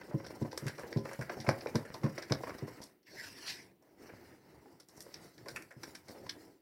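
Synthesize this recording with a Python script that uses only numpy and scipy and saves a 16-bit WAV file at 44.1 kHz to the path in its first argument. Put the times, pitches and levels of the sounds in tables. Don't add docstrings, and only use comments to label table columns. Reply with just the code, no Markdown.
import sys
import numpy as np
from scipy import signal
from scipy.fft import rfft, irfft, next_fast_len
from scipy.io import wavfile
from scipy.ndimage import uniform_filter1d, map_coordinates

SR = 44100
rng = np.random.default_rng(int(sys.argv[2]) if len(sys.argv) > 2 else 0)


def inscribe(sig):
    pcm = np.round(np.clip(np.atleast_2d(sig).T, -1, 1) * 32767)
    wavfile.write(sys.argv[1], SR, pcm.astype(np.int16))


N = 291501


def amp(db):
    return 10 ** (np.asarray(db) / 20)


def unit(x):
    return x / np.sqrt(np.mean(x ** 2) + 1e-20)


def decay(t, t60):
    return np.exp(-np.log(1000) * t / t60)


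def along(points, hz):
    f, v = np.transpose(points)
    return np.interp(np.log(hz + 1), np.log(f + 1), v)


def curves(rows):
    s, *columns = np.transpose(rows)
    return [np.interp(np.arange(N) / SR, s, c) for c in columns]


def wobble(rate, size):
    knots = rng.standard_normal(int(size * rate / SR) + 4)
    return map_coordinates(knots, [np.arange(size) * rate / SR])


def coloured(x, spectrum):
    m = 2 * next_fast_len(len(x) // 2 + SR // 20)
    log_gain = np.log(amp(along(spectrum, np.fft.rfftfreq(m, 1 / SR))))
    cepstrum = irfft(log_gain, m)
    cepstrum[1:m // 2] *= 2
    cepstrum[m // 2 + 1:] = 0
    response = np.exp(rfft(cepstrum))
    return irfft(rfft(x, m) * response, m)[:len(x)]


def add(track, s, sound):
    start = int(np.clip(round(s * SR), 0, N - 1))
    track[start:start + len(sound)] += sound[:N - start]


def friction(spectrum, rate, grain_db, flutter_db, patchy_db):
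    ruptures = (rng.random(N) < rate / SR) * rng.standard_normal(N)
    drive = rng.standard_normal(N) + amp(grain_db) * unit(ruptures)
    grip = amp(flutter_db * wobble(70, size=N))
    z = signal.stft(drive * grip, nperseg=512)[2]
    field = uniform_filter1d(rng.standard_normal(z.shape), size=4, axis=0)
    field = uniform_filter1d(field, size=9, axis=1)
    shifting = signal.istft(z * amp(patchy_db * unit(field)), nperseg=512)[1][:N]
    return unit(coloured(shifting, spectrum))


# pitch_hz [Hz], density_db [relative dB per Hz]
QUIET_SPECTRUM = [(25, -17), (100, -14.5), (330, 11), (550, -6.5), (1200, -20.5), (3000, -18),
                  (5000, -25.5), (7500, -29), (15500, -18.5)]
WHINE_HZ = 15040


def background():
    whine = np.sin(2 * np.pi * WHINE_HZ * np.arange(N) / SR + 0.65 * wobble(19, size=N))
    hush = unit(coloured(rng.standard_normal(N), QUIET_SPECTRUM))
    return amp(-71.5) * hush + amp(-87.5) * whine


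# start_s [s], length_s [s],
# push_db on the batter [relative dB], rub_db on the wall [relative dB]
STROKES = [(-0.05, 0.44, -56.5, -63), (0.235, 0.37, -55.5, -62.5), (0.525, 0.23, -63.5, -57),
           (0.766, 0.2, -53, -60), (1.014, 0.26, -56.5, -57.5), (1.272, 0.28, -54.5, -60),
           (1.548, .25, -52, -58), (1.846, 0.33, -55.5, -60.5), (2.105, 0.34, -55, -59),
           (2.398, 0.24, -55.5, -58), (2.628, 0.19, -58.5, -62), (3.061, 0.61, -59, -76),
           (3.778, 0.11, -63, -73), (3.954, 0.37, -59, -62), (4.384, 0.35, -61, -68.5),
           (4.864, 0.31, -61, -66.5), (5.085, .16, -60, -62.5), (5.318, .1, -60, -70),
           (5.443, .14, -57, -64.5), (5.748, .2, -59.5, -64), (6.038, 0.41, -56.5, -65)]
ATTACK_S, LIFT_S = 0.037, 0.25
BRISK_PUSH_DB = -52
PUSH_SAG_DB_PER_S, RUB_SAG_DB_PER_S = 6, 10


def effort():
    t = np.arange(N) / SR
    power = np.full((2, N), 1e-10)
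    for start, length, push_db, rub_db in STROKES:
        first = max(int(start * SR), 0)
        age = np.maximum(t[first:first + SR] - start, 0)
        attack = ATTACK_S * amp(BRISK_PUSH_DB - push_db)
        rise = np.minimum(age / attack, 1)
        lift = np.clip(1 - (age - length) / LIFT_S, 0, 1) ** 2
        sagging = amp([push_db - PUSH_SAG_DB_PER_S * age, rub_db - RUB_SAG_DB_PER_S * age])
        power[:, first:first + SR] += (rise * lift * sagging) ** 2
    return 10 * np.log10(power)


def slosh():
    out, t = np.zeros(N), np.arange(SR // 2) / SR
    for s, db in KNOCKS:
        add(out, s, amp(db - 19.5) * decay(t, 0.2))
    return out


# pitch_hz [Hz], gain_db [relative dB]
CAVITY = [(300, 13), (430, 7.5), (540, 11), (750, 1), (1010, 0), (1250, -10.5), (1550, -3), (2200, -4),
          (2900, -12), (3600, -10.5), (4400, -5), (5600, -1.5), (6600, -15.5), (15500, -22.5)]


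def bubbles(level_db, rate):
    out, t = np.zeros(N), np.arange(SR // 60) / SR
    for when, pitch, size in rng.random((int(rate * N / SR), 3)):
        hz = 900 * 6.5 ** pitch
        pop = np.sin(2 * np.pi * hz * t) * decay(hz * t, 3.2)
        add(out, when * N / SR, amp(level_db[int(when * N)] + 43 * size ** 2) * pop)
    return coloured(out, CAVITY)


# pitch_hz [Hz], density_db [relative dB per Hz]
HEAVE_SPECTRUM = [(25, -23), (60, -6), (110, 0), (190, 0), (280, -10.5), (500, -44.5)]
CHURN_SPECTRUM = [(120, -25.5), (230, -2), (330, 5.5), (430, 1), (540, -2), (720, -5), (980, -7.5),
                  (1250, -21), (2200, -32.5)]
SMEAR_SPECTRUM = [(600, -11.5), (950, -12.5), (1250, 5), (1550, 3), (2050, 6.5), (2450, -4), (3000, -4),
                  (3600, -28), (5000, -32)]
HISS_SPECTRUM = [(2400, -32.5), (3500, -14), (4000, -8), (4450, -4), (5600, -2.5), (6400, -11.5),
                 (8500, -12), (12000, -15.5), (15500, -14)]
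# time_s [s], hiss_over_rub_db [dB]
FLOUR = [(4.6, -4.5), (5.0, 1)]


def stirring():
    push_db, rub_db = effort()
    flour_db, = curves(FLOUR)
    vigour = np.clip((push_db + 67) / 10, .35, 1)
    heave = friction(HEAVE_SPECTRUM, rate=55, grain_db=-11.5, flutter_db=0.5, patchy_db=3.5)
    heave *= np.hypot(amp(push_db - 5), slosh())
    churn = friction(CHURN_SPECTRUM, rate=110, grain_db=-10, flutter_db=3.5 * vigour, patchy_db=2.0)
    churn *= amp(push_db + 0.33)
    smear = friction(SMEAR_SPECTRUM, rate=490, grain_db=-8, flutter_db=2.7 * vigour, patchy_db=-0.5)
    smear *= amp(rub_db - 2.4)
    hiss = friction(HISS_SPECTRUM, rate=260, grain_db=-19.5, flutter_db=3.7 * vigour, patchy_db=-3.5)
    hiss *= amp(rub_db + flour_db)
    crackle = vigour * bubbles(rub_db - 10.5, rate=110)
    return heave + churn + smear + hiss + crackle


# start_s [s], level_db of gulp and squelch [relative dB],
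# snap_db of the film [relative dB], spray_over_snap_db [dB], opening_s time scale [s], radius_mm [mm]
SMACKS = [(0.004, -52.5, -65, -19, 0.0047, 2.03), (0.107, -53, -82, -6, 0.016, 3.9),
          (0.197, -53, -84, -5, 0.0034, 2.75), (0.2436, -55, -57, -18, 0.0036, 2.3),
          (0.2635, -52, -52.5, -8.5, .004, 2.7), (0.3045, -51.5, -64, -12, 0.0027, 2.9),
          (0.419, -58, -60.5, -3, .011, 3.0), (0.448, -53, -82, 8, 0.0073, 3.9),
          (0.5134, -58, -55, -10.5, 0.003, 1.9), (0.529, -50.5, -59.5, -4, 0.0011, 3.4),
          (0.5756, -46, -42.5, -2.5, 0.0027, 2.56), (0.666, -57, -53.5, 1, 0.0047, 0.98),
          (0.681, -57, -49.5, 0, 0.00086, 0.84), (0.694, -50.5, -59, -21.5, 0.003, 2.26),
          (0.778, -46, -56, -1, 0.022, 2.64), (0.833, -52, -75, -3, 0.0037, 2.1),
          (0.927, -48, -51, -27, 0.002, 1.96), (0.972, -52.5, -52, -21, 0.0015, 3.85),
          (1.051, -45.5, -60, -2, 0.0072, 2.8), (1.069, -55, -75, 3, 0.0051, 2.6),
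          (1.089, -52.5, -66, 0, 0.0021, 1.8), (1.112, -48.5, -66, 4, 0.0062, 2.6),
          (1.1315, -51, -60, 5.5, 0.0018, 2.3), (1.191, -56.5, -63, -3, 0.0024, 5),
          (1.211, -44.5, -56, -3.5, 0.0047, 1.9), (1.2947, -41, -55.5, -25, 0.0034, 2.57),
          (1.32, -50.5, -61, -6.5, 0.0015, 3.2), (1.3706, -57, -77, -8, 0.0089, 4.2),
          (1.401, -57.5, -48, -9, 0.01, 1.6), (1.4434, -55, -70, 6, 0.0082, 4.2),
          (1.464, -41, -54, -5.5, 0.012, 2.25), (1.4892, -29, -39, -7.5, 0.0021, 2.7),
          (1.6085, -67.5, -52, -32, 0.0018, 0.79), (1.66, -51.5, -65, -18, 0.0012, 6.9),
          (1.669, -53.5, -54, -21, 0.0047, 1.32), (1.755, -39.5, -40.5, -8, 0.002, 2.74),
          (1.8487, -49.5, -71, 8, 0.013, 2.33), (1.94, -50, -49, -9.5, 0.0055, 3.1),
          (2.032, -43, -53.5, -8, 0.018, 2.8), (2.061, -47, -73, 0, 0.0026, 3.1),
          (2.178, -42, -48.5, -10, 0.0036, 2.4), (2.22, -49.5, -48.5, -12, 0.0077, 1.8),
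          (2.2967, -47, -58.5, 0, 0.013, 2.2), (2.3212, -36.5, -34, -18, 0.0014, 2.67),
          (2.4345, -44, -80, -9, 0.0035, 3.07), (2.47, -45, -78, 15, 0.013, 2.75),
          (2.494, -46.5, -57, -18, .004, 2.37), (2.5836, -57, -56.5, -10, 0.0053, 2.8),
          (2.669, -51, -64, -4, 0.015, 3.15), (2.815, -63, -51, -2, 0.019, 3.4),
          (3.823, -74, -84.5, 10, 0.0046, 3.2), (4.0915, -55, -75, -9, 0.0049, 2.1),
          (4.656, -67.5, -97, -3, 0.006, 3.9), (4.798, -65, -60, -1, 0.01, 2.4),
          (4.885, -70, -66.5, 5, 0.0088, 2.8), (4.962, -73, -73.5, 14, 0.028, 2),
          (5.0052, -66, -54.5, 3.5, 0.0015, 1.7), (5.064, -67.5, -84, 4, 0.0034, 5.7),
          (5.1403, -66, -46.5, -14, 0.0034, 1.36), (5.379, -64.5, -62, -9, 0.0027, 1.8),
          (5.4572, -51.5, -70, 1, 0.01, 3), (5.484, -50, -47.5, -6, 0.0036, 2.13),
          (5.5603, -47.5, -54.5, 5, 0.0045, 1.26), (5.622, -64, -69.5, 11, 0.0029, 1.3),
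          (5.7056, -54.5, -70.5, 4, 0.012, 1.92), (5.833, -49, -48.5, -6, 0.0028, 2.05),
          (5.949, -62.5, -52.5, -2, 0.007, 1.08), (6.083, -63, -57, -3, 0.0046, 1.5),
          (6.263, -53.5, -62, -13, .0054, 2.8), (6.292, -57, -39, -15.5, 0.0052, 1.03)]
# low_hz [Hz], high_hz [Hz]
REGISTERS = [(350, 1430), (1200, 2630), (3200, 6080), (6500, 13000)]
POCKET_HZ_MM = 3205
EVEN_RADIUS_MM, GULP_DB_PER_DOUBLING = 2.11, 10


def smacks():
    out, lead = np.zeros(N), .012
    t = np.arange(SR // 10) / SR - lead
    after = np.maximum(t, 0)
    lead_in = .055 * decay(np.abs(t), .035)
    bands = []
    for edges in REGISTERS:
        edges = np.clip(edges, 50, SR / 2 - 100)
        bands.append(signal.butter(3, edges, "band", fs=SR, output="sos"))
    hollow = coloured(signal.unit_impulse(SR // 40), CAVITY)
    for s, db, snap_db, spray_db, duration, radius in SMACKS:
        depth_db = GULP_DB_PER_DOUBLING * np.log2(radius / EVEN_RADIUS_MM)
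        levels = db + depth_db, db - depth_db, snap_db, snap_db + spray_db
        u = after / max(duration, 1 / 800)
        opening = (1 - np.exp(-7 * u)) * (np.exp(-.7 * u) + 0.12 * decay(after, 0.17))
        tearing = (lead_in + opening) * amp(1.82 * wobble(924.6, size=len(t)))
        pocket = signal.iirpeak(np.clip(POCKET_HZ_MM / radius, 300, 6000), 6, fs=SR)
        for band, band_db in zip(bands, levels):
            films = tearing * amp(3.5 * wobble(286.4, size=len(t))) * rng.standard_normal(len(t))
            ringing = films + 1.44 * signal.lfilter(*pocket, films)
            burst = signal.fftconvolve(ringing, hollow)[:len(t)]
            add(out, s - lead, amp(band_db - 9.5) * unit(signal.sosfilt(band, burst)))
    return out


# start_s [s], level_db [relative dB]
KNOCKS = [(0.142, -25.5), (0.415, -26.5), (0.622, -37), (0.657, -31), (0.841, -50), (0.961, -23.5),
          (1.19, -34.5), (1.39, -40), (1.478, -24), (1.661, -48), (1.749, -23), (1.936, -51.5), (2.04, -22),
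          (2.308, -23.5), (2.623, -32), (5.422, -53), (5.763, -48)]
# pitch_hz [Hz], level_db [relative dB], t60_s [s]
BOWL_MODES = [(63, -30, 0.16), (109, 0.5, 0.057), (154, 5, 0.069), (226.4, -5.5, 0.091), (272.4, -10, 0.18),
              (306.1, -5, .19), (359, -13, 0.084), (407.4, -8, 0.22), (537.6, -14.5, 0.48),
              (634, -15, 0.03), (1007, -19.5, 0.21)]


def knocks():
    out, t = np.zeros(N), np.arange(SR // 3) / SR
    hz, mode_db, t60 = np.transpose(BOWL_MODES)[:, :, None]
    sign = -(-1) ** np.arange(len(BOWL_MODES))[:, None]
    for s, db in KNOCKS:
        strength = sign * amp(mode_db + 1.8 * rng.standard_normal(hz.shape))
        load = 1 + 0.0091 * rng.standard_normal(hz.shape)
        modes = strength * np.sin(2 * np.pi * hz * load * t) * decay(t, t60)
        blow = amp(db - 17.0) * unit(np.sum(modes, axis=0))
        add(out, s, blow)
        add(out, s + .0085, 0.68 * blow)
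    return out


# time_s [s], rasp_db [relative dB]
WIPE = [(3.03, -70), (3.048, -84), (3.068, -64.5), (3.246, -46.5), (3.344, -57), (3.456, -47.5),
        (3.484, -37.5), (3.664, -66.5), (3.72, -77)]
# pitch_hz [Hz], density_db [relative dB per Hz]
LIGHT_WIPE_SPECTRUM = [(500, -33), (950, -8), (1250, -16), (1600, -1), (2000, 0.5), (2700, -8), (3500, -12),
                       (4300, -4.5), (5600, -0.5), (6400, -15), (11000, -17), (15500, -24)]
HARD_WIPE_SPECTRUM = [(500, -21), (980, -12), (1300, -27), (1900, -4), (2700, -6), (3100, -8), (3700, -8),
                      (4300, 2.5), (5700, -6.5), (6500, -14), (11000, -19.5), (15500, -38)]


def wiping():
    rasp_db, = curves(WIPE)
    pressure = np.clip((rasp_db + 47.5) / 9, 0, 1)
    light = friction(LIGHT_WIPE_SPECTRUM, rate=1200, grain_db=-6.5, flutter_db=1.5, patchy_db=4.5)
    hard = friction(HARD_WIPE_SPECTRUM, rate=3100, grain_db=-10.5, flutter_db=-2.2, patchy_db=0.9)
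    t = np.arange(N) / SR
    touching = (t > WIPE[0][0]) & (t < WIPE[-1][0])
    rasp = np.sqrt(1 - pressure) * light + np.sqrt(pressure) * hard
    return touching * amp(rasp_db - 0.5) * rasp


# pitch_hz [Hz], t60_s [s]
KITCHEN_T60 = [(120, 0.26), (500, 0.21), (2000, 0.26), (6000, 0.067), (15000, 0.44)]


def kitchen(x):
    out, hop = np.zeros(N), SR // 4
    for start in range(0, N, hop):
        hz, t, z = signal.stft(rng.standard_normal(SR // 2), SR, nperseg=256)
        fading = z * decay(t, along(KITCHEN_T60, hz)[:, None])
        tail = signal.istft(fading, SR, nperseg=256)[1]
        reply = signal.fftconvolve(x[start:start + hop], tail / np.linalg.norm(tail))
        add(out, start / SR + .005, reply)
    return out


def scene():
    pops, bowl = smacks(), knocks()
    stir = stirring() + wiping()
    room = kitchen(amp(-6.5) * bowl + amp(-7.0) * pops + amp(-9.5) * stir)
    return (bowl + pops + stir + room + background())[None]


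TOP_HZ = 15900


def record(dry):
    thin = signal.sosfilt(signal.butter(2, 48, "high", fs=SR, output="sos"), dry)
    m = next_fast_len(N + SR // 4)
    passed = np.fft.rfftfreq(m, 1 / SR) < TOP_HZ
    return irfft(rfft(thin, m) * passed, m)[:, :N]


dry = scene()
out = record(dry)
inscribe(out)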